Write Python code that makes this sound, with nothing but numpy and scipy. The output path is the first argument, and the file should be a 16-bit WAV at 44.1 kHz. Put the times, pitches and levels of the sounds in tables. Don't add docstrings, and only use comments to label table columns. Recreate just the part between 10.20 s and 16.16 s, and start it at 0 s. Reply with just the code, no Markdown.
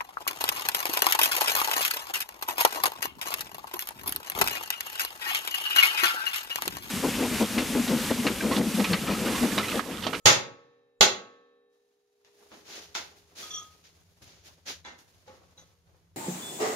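import sys
import numpy as np
from scipy import signal
from scipy.fft import rfft, irfft
from scipy.io import wavfile

SR = 44100
rng = np.random.default_rng(int(sys.argv[2]) if len(sys.argv) > 2 else 0)


def to_wav(s):
    ch = np.atleast_2d(s).T
    pcm = np.round(np.clip(ch, -1, 1) * 32767)
    wavfile.write(sys.argv[1], SR, pcm.astype(np.int16))


def undo_db(level):
    steps = np.asarray(level, float) / 20
    return 10 ** steps


N = 262836
LEAD = SR
TIME = np.arange(-LEAD, N) / SR
HZ = np.maximum(np.fft.rfftfreq(len(TIME), 1 / SR), 1)

# time in seconds, relative ring in dB, clatter in dB,
# clatter decay time in seconds, contact brightness in Hz, relative thud in dB.
CONTACTS = [(0.0567, 1, 6.5, 0.026, 18000, -12.5), (0.8094, 2, 5.5, 0.011, 14870, -27),
            (2.048, -75, -46, 0.0015, 20020, -77.5), (2.317, -29, -28.5, 0.02, 240, -68),
            (2.751, -51, -33.5, 0.019, 6100, -60.5), (3.162, -73, -56, 0.0029, 20000, -69),
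            (4.019, -64, -58, 0.0019, 9600, -55.5), (4.649, -39.5, -37, 0.035, 2600, -73.5),
            (4.789, -67.5, -53, 0.0029, 14000, -88), (5.078, -26, -38.5, 0.013, 667, -72),
            (5.379, -45.5, -70, 0.0035, 4000, -63)]
# frequency in Hz, relative level in dB, time to fall 60 dB in seconds.
HOUSING_MODES = [(256, -50, 2.1), (297, -49, 1.8), (409.3, -54, 6.9), (474.7, -38.5, 2.7), (522, -15, 0.34),
                 (552.2, -36.5, 1.3), (684, -40, .6), (765, -60, 3.1), (843, -14, 0.23), (1111, -26, 0.85),
                 (1210, -57.5, 2.0), (1296, -24.5, 0.7), (1464, -19, .3), (1588.4, -38, .9),
                 (1775, -46, 1.7), (1846, -18, 0.14), (2097, -14.5, 0.065), (2400, -51, 1.0),
                 (2605, -54, 1.5), (2695, -16, 0.1), (2810, -61, 1), (3197, -58.5, 1.4), (3419, -19.5, .33),
                 (3733, -16, .28), (4020, -15, 0.14), (3830, -62, 2.9), (4170, -62.5, 1.5),
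                 (6650, -14.5, 0.37), (11700, -20.5, .22), (13500, -22.5, .25), (14065, -13.5, .3),
                 (3700, -54.5, 1.2)]
# frequency in Hz, likeness from 0 to 1.
PORT_LIKENESS = [(50, 0.6), (300, 1), (700, 0.2), (1200, .05), (12000, 0.1)]


def along(table, hz):
    f, v = np.transpose(table)
    return np.interp(np.log(hz), np.log(f), v)


def pair(gain):
    likeness = np.clip(along(PORT_LIKENESS, HZ), 0, 1)
    mid = rfft(rng.standard_normal(len(TIME))) * gain * np.sqrt(1 + likeness)
    side = rfft(rng.standard_normal(len(TIME))) * gain * np.sqrt(1 - likeness)
    x = irfft(np.array([mid + side, mid - side]), len(TIME))
    return x / x.std()


def sides(mode, hz):
    delay = round(SR / (4 * hz) * (1 - along(PORT_LIKENESS, hz)))
    return np.array([mode, np.roll(mode, delay)])


def ring(push, hz, t60):
    r = np.exp(-np.log(1000) / (t60 * SR))
    w = 2 * np.pi * hz / SR
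    return signal.lfilter([r * np.sin(w)], [1, -2 * r * np.cos(w), r * r], push)


def burst(s, length):
    out = np.zeros(len(TIME))
    i = np.searchsorted(TIME, s)
    span = slice(i, i + int(14 * length * SR))
    out[span] = np.exp((s - TIME[span]) / length)
    return out


def flicker(rate, db, size=16):
    coarse = TIME[::size]
    hz = np.fft.rfftfreq(len(coarse), size / SR)
    x = irfft(rfft(rng.standard_normal(len(coarse))) / (1 + (hz / rate) ** 2), len(coarse))
    return np.interp(TIME, coarse, undo_db(db * x / x.std()))


def housing():
    earlier_s, earlier_db, favoured_hz, favoured_db = -0.48, -26, 1303, 32
    mix = undo_db(0.61 * rng.standard_normal((len(CONTACTS), len(HOUSING_MODES))))
    out = 0
    for k, (hz, db, t60) in enumerate(HOUSING_MODES):
        push = np.zeros(len(TIME))
        favour = favoured_db / (1 + ((hz - favoured_hz) / 10) ** 2)
        push[np.searchsorted(TIME, earlier_s)] = undo_db(earlier_db + db + favour)
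        for (s, ring_db, _, _, bright, _), m in zip(CONTACTS, mix):
            push[np.searchsorted(TIME, s)] = undo_db(ring_db + db) * m[k] / (1 + (hz / bright) ** 2)
        out = out + sides(ring(push, hz, t60) * flicker(1.0, 1.1), hz)
    return out


def clatter():
    # frequency in Hz, relative level in dB per Hz.
    clatter_colour = [(60, -29), (150, -8.5), (270, -1.5), (400, -1), (550, -2.5), (1000, 0), (2500, 0.5),
                      (4500, 1.5), (6500, 4), (9000, -1.5), (12500, -2.5), (15000, -8.5)]
    body = 1 + sum(undo_db(19.5 + db) / (1 + ((HZ - hz) / 35) ** 2) for hz, db, _ in HOUSING_MODES)
    steel = pair(undo_db(along(clatter_colour, HZ)) * body) * flicker(330, 3.5)
    left = undo_db(np.array([[3.0], [-3.0]]))
    stands = pair(1 / (1 + (75 / HZ) ** 2) / (1 + (HZ / 140) ** 4)) * left
    out = 0
    for s, _, db, length, bright, thud_db in CONTACTS:
        soft = signal.lfilter(*signal.butter(1, min(bright, 20000), fs=SR), steel)
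        crack_and_rattle = soft * (burst(s, length) + 0.74 * burst(s, 0.0016))
        thud_noise = 0.29 * stands * burst(s, 0.025)
        thud_ring = 3.9 * left * ring(np.gradient(burst(s, 0.0012)), 120, 0.05)
        out = out + undo_db(db) * crack_and_rattle + undo_db(thud_db) * (thud_noise + thud_ring)
    return out


def clinking_steel(modes, touches):
    out = 0
    scrapes = [burst(s, n) / (n * SR) for s, _, n, _ in touches]
    for hz, db, t60 in modes:
        octaves = np.log2(hz / 3000)
        touch = sum(undo_db(d + tilt * octaves) * e for (_, d, _, tilt), e in zip(touches, scrapes))
        push = 2 * touch * np.cos(2 * np.pi * hz * TIME)
        out = out + undo_db(db) * sides(ring(push, hz, t60) * flicker(61, 4.2), hz)
    return out


def loose_tool():
    # time in seconds, relative level in dB, scrape decay time in seconds, tilt in dB per octave.
    clinks = [(3.227, -47.5, 0.0033, -4), (3.304, -44, 0.0067, 4.5), (3.333, -37.5, 0.0093, 5),
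              (3.362, -45, 0.0061, -1.5), (3.422, -66.5, 0.0023, -11), ]
    # frequency in Hz, relative level in dB, time to fall 60 dB in seconds.
    bar_modes = [(1255, -6.5, 0.27), (3250, 0, 0.14), (3450, 6.5, 0.095), (5870, 2, 0.078),
                 (5896, -6, 0.146), (6570, -10.5, 0.27), (3930, -18, 0.047)]
    return clinking_steel(bar_modes, clinks)


def small_part():
    # time in seconds, relative level in dB, scrape decay time in seconds, tilt in dB per octave.
    taps = [(4.643, -48, 0.011, -7.5), (5.375, -60.5, 0.0099, 12)]
    # frequency in Hz, relative level in dB, time to fall 60 dB in seconds.
    part_modes = [(993, -16, .2), (1566, -9.5, .3), (2070, -5, .3), (2330, -9, .2), (3445, -0.5, 0.13),
                  (3935, 2, 0.11), (6030, -6, 0.11), (5950, -10, 0.12), (6650, -14, .12)]
    return clinking_steel(part_modes, taps)


def slide(s, swell, fall):
    out = np.zeros(len(TIME))
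    i = np.searchsorted(TIME, s)
    span = slice(i, i + int((swell + 4 * fall) * SR))
    age = TIME[span] - s
    rise = np.sin(np.pi / 2 * np.clip(age / swell, 0, 1)) ** 1.19
    out[span] = rise * undo_db(-20 * np.maximum(age - swell, 0) / fall)
    return out


def scuff():
    # start in seconds, peak in dB, swell in seconds,
    # time to die by 20 dB in seconds (negative: silent row), share of dull thud in dB,
    # treble level in dB relative to the peak, set separately for each scuff.
    scuffs = [(1.62, -79, .08, -0.1, 14, 5.5), (2.3, -61, 0.051, 0.19, 1, 2),
              (2.441, -43.5, 0.14, 0.13, -6, 0.5), (2.743, -34.5, 0.02, 0.0967, -15.5, -1.5),
              (2.91, -74.5, 0.0057, 0.32, 4, -16), (3.15, -42.5, 0.053, 0.2568, -9, 5.5),
              (3.3, -52, 0.072, -0.03, -2, 16), (3.636, -57, .02, 0.07, -31, -7),
              (4.018, -53.5, 0.011, 0.06, -7.5, 7.5), (4.05, -57, 0.043, 0.27, -7, -0.5),
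              (4.235, -53, 0.044, 0.05, -7.5, 6), (4.453, -35, 0.051, 0.07, -11, -1),
              (4.644, -60, 0.011, -0.05, -6, 11), (4.778, -67, .01, 0.18, -4.5, 11.5),
              (4.875, -74, .005, 1.3, -3, 7), (5.058, -65.5, 0.023, 0.25, 8.5, -1),
              (5.366, -65.5, 0.02, 0.17, 0, 6), (5.65, -81.5, 0.035, 0.44, 11, 10)]
    # frequency in Hz, relative level in dB per Hz.
    grit_colour = [(600, -68), (1200, -6), (1600, -2), (2550, -0.5), (4500, 0.5), (6800, -1), (8000, -9.5),
                   (10000, -24)]
    # time in seconds, level in dB.
    rustle_level = [(1.5, -70.5), (2.03, -70.5), (2.1, -68), (3.75, -68.5), (3.95, -73.5), (4.9, -75.5),
                    (5.5, -79), (5.6, -87), (5.96, -88)]
    grain = flicker(190, 1.06)
    grit = pair(undo_db(along(grit_colour, HZ))) * grain
    dull = pair(1 / (1 + (220 / HZ) ** 4) / (1 + (HZ / 900) ** 2)) * flicker(40, 2.5)
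    treble = pair(1 / (1 + (7500 / HZ) ** 8)) * grain
    rustle = undo_db(np.interp(TIME, *np.transpose(rustle_level), left=-120)) * flicker(11.06, 2.4)
    rub, thud, hiss = rustle, rustle, undo_db(9.5) * rustle
    for s, db, swell, fall, dull_db, treble_db in scuffs:
        stroke = undo_db(db) * slide(s, swell, fall)
        rub = rub + stroke
        thud = thud + undo_db(dull_db) * stroke
        hiss = hiss + undo_db(treble_db) * stroke
    return grit * rub + dull * thud + treble * hiss


def garage(x, direct_db=-4, wet_db=-2.0, build_s=.003, late_db=-36, late_stretch=3.5):
    # frequency in Hz, time in seconds for the first decay to fall 60 dB.
    room_decay = [(60, 0.073), (160, 0.58), (420, .42), (1100, .36), (2900, 0.3), (6500, 0.25), (9000, 0.2),
                  (14000, 0.19)]
    t = np.arange(SR) / SR
    field = rfft(pair(1)[:, :SR])
    octave = np.log2(np.maximum(np.fft.rfftfreq(SR, 1 / SR), 1))
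    tail = 0
    for centre in np.arange(5, 15):
        band = irfft(field * np.clip(1 - np.abs(octave - centre), 0, 1), SR)
        fade = np.exp(-np.log(1000) * t / along(room_decay, 2. ** centre))
        late = undo_db(late_db) / (1 + (2. ** centre / 4500) ** 2) * fade ** (1 / late_stretch)
        tail = tail + band * (fade + late)
    tail = tail * (1 - np.exp(-t / build_s))
    tail = undo_db(wet_db) * tail / np.sqrt(np.mean(np.sum(tail ** 2, axis=1)))
    return undo_db(direct_db) * x + signal.fftconvolve(x, tail, axes=1)[:, :len(TIME)]


def background():
    # time in seconds, rumble level in dB.
    rumble_level = [(2.1, -96.5), (2.4, -69), (2.8, -64.5), (5.96, -62)]
    # frequency in Hz, width in Hz, relative level in dB.
    rumble_humps = [(85.6, 30, 1), (167, 21, -5.5)]
    # frequency in Hz, relative level in dB per Hz.
    air_colour = [(30, -3), (100, 2), (170, 2), (300, -4.5), (500, -1.5), (1500, -10), (7000, -15.5),
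                  (11000, -3), (15500, -9.5)]
    shape = sum(undo_db(db) / (1 + (2 * (HZ - hz) / width) ** 2) for hz, width, db in rumble_humps)
    rumble = undo_db(np.interp(TIME, *np.transpose(rumble_level))) * pair(shape) * flicker(3, 1.6)
    return rumble + undo_db(-72) * pair(undo_db(along(air_colour, HZ)))


def scene():
    clinks = loose_tool() + small_part()
    near = housing() + scuff() + clinks
    room = garage(clatter() + undo_db(-4.5) * clinks)
    return (near + room + background())[:, LEAD:]


def roll_off(x):
    return signal.sosfilt(signal.butter(12, 16990, fs=SR, output="sos"), x)


def record(dry, loud_db=-14, duck_db=12.0, hold_s=0.96, recover_db_per_s=40, ceiling=3.3):
    # frequency in Hz, gain in dB.
    mic_response = [(20, -4), (6900, 0), (7700, -11.5), (11000, -11.5), (15600, -18), (16300, -61.5)]
    # frequency in Hz, left minus right in dB.
    port_balance = [(30, 2.5), (100, 1.5), (250, -0.5), (12000, 0.1)]
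    hz = np.maximum(np.fft.rfftfreq(N, 1 / SR), 1)
    split = undo_db(along(port_balance, hz) / 2)
    x = irfft(rfft(dry) * undo_db(along(mic_response, hz)) * np.array([split, 1 / split]), N)
    loud = np.abs(x).max(axis=0) > undo_db(loud_db)
    last = np.maximum.accumulate(np.where(loud, np.arange(N), -N))
    quiet_s = (np.arange(N) - last) / SR
    recovered_db = recover_db_per_s * np.maximum(quiet_s - hold_s, 0)
    x = x * undo_db(np.minimum(0, recovered_db - duck_db))
    return roll_off(ceiling * np.tanh(x / ceiling))


dry = scene()
out = record(dry)
to_wav(out)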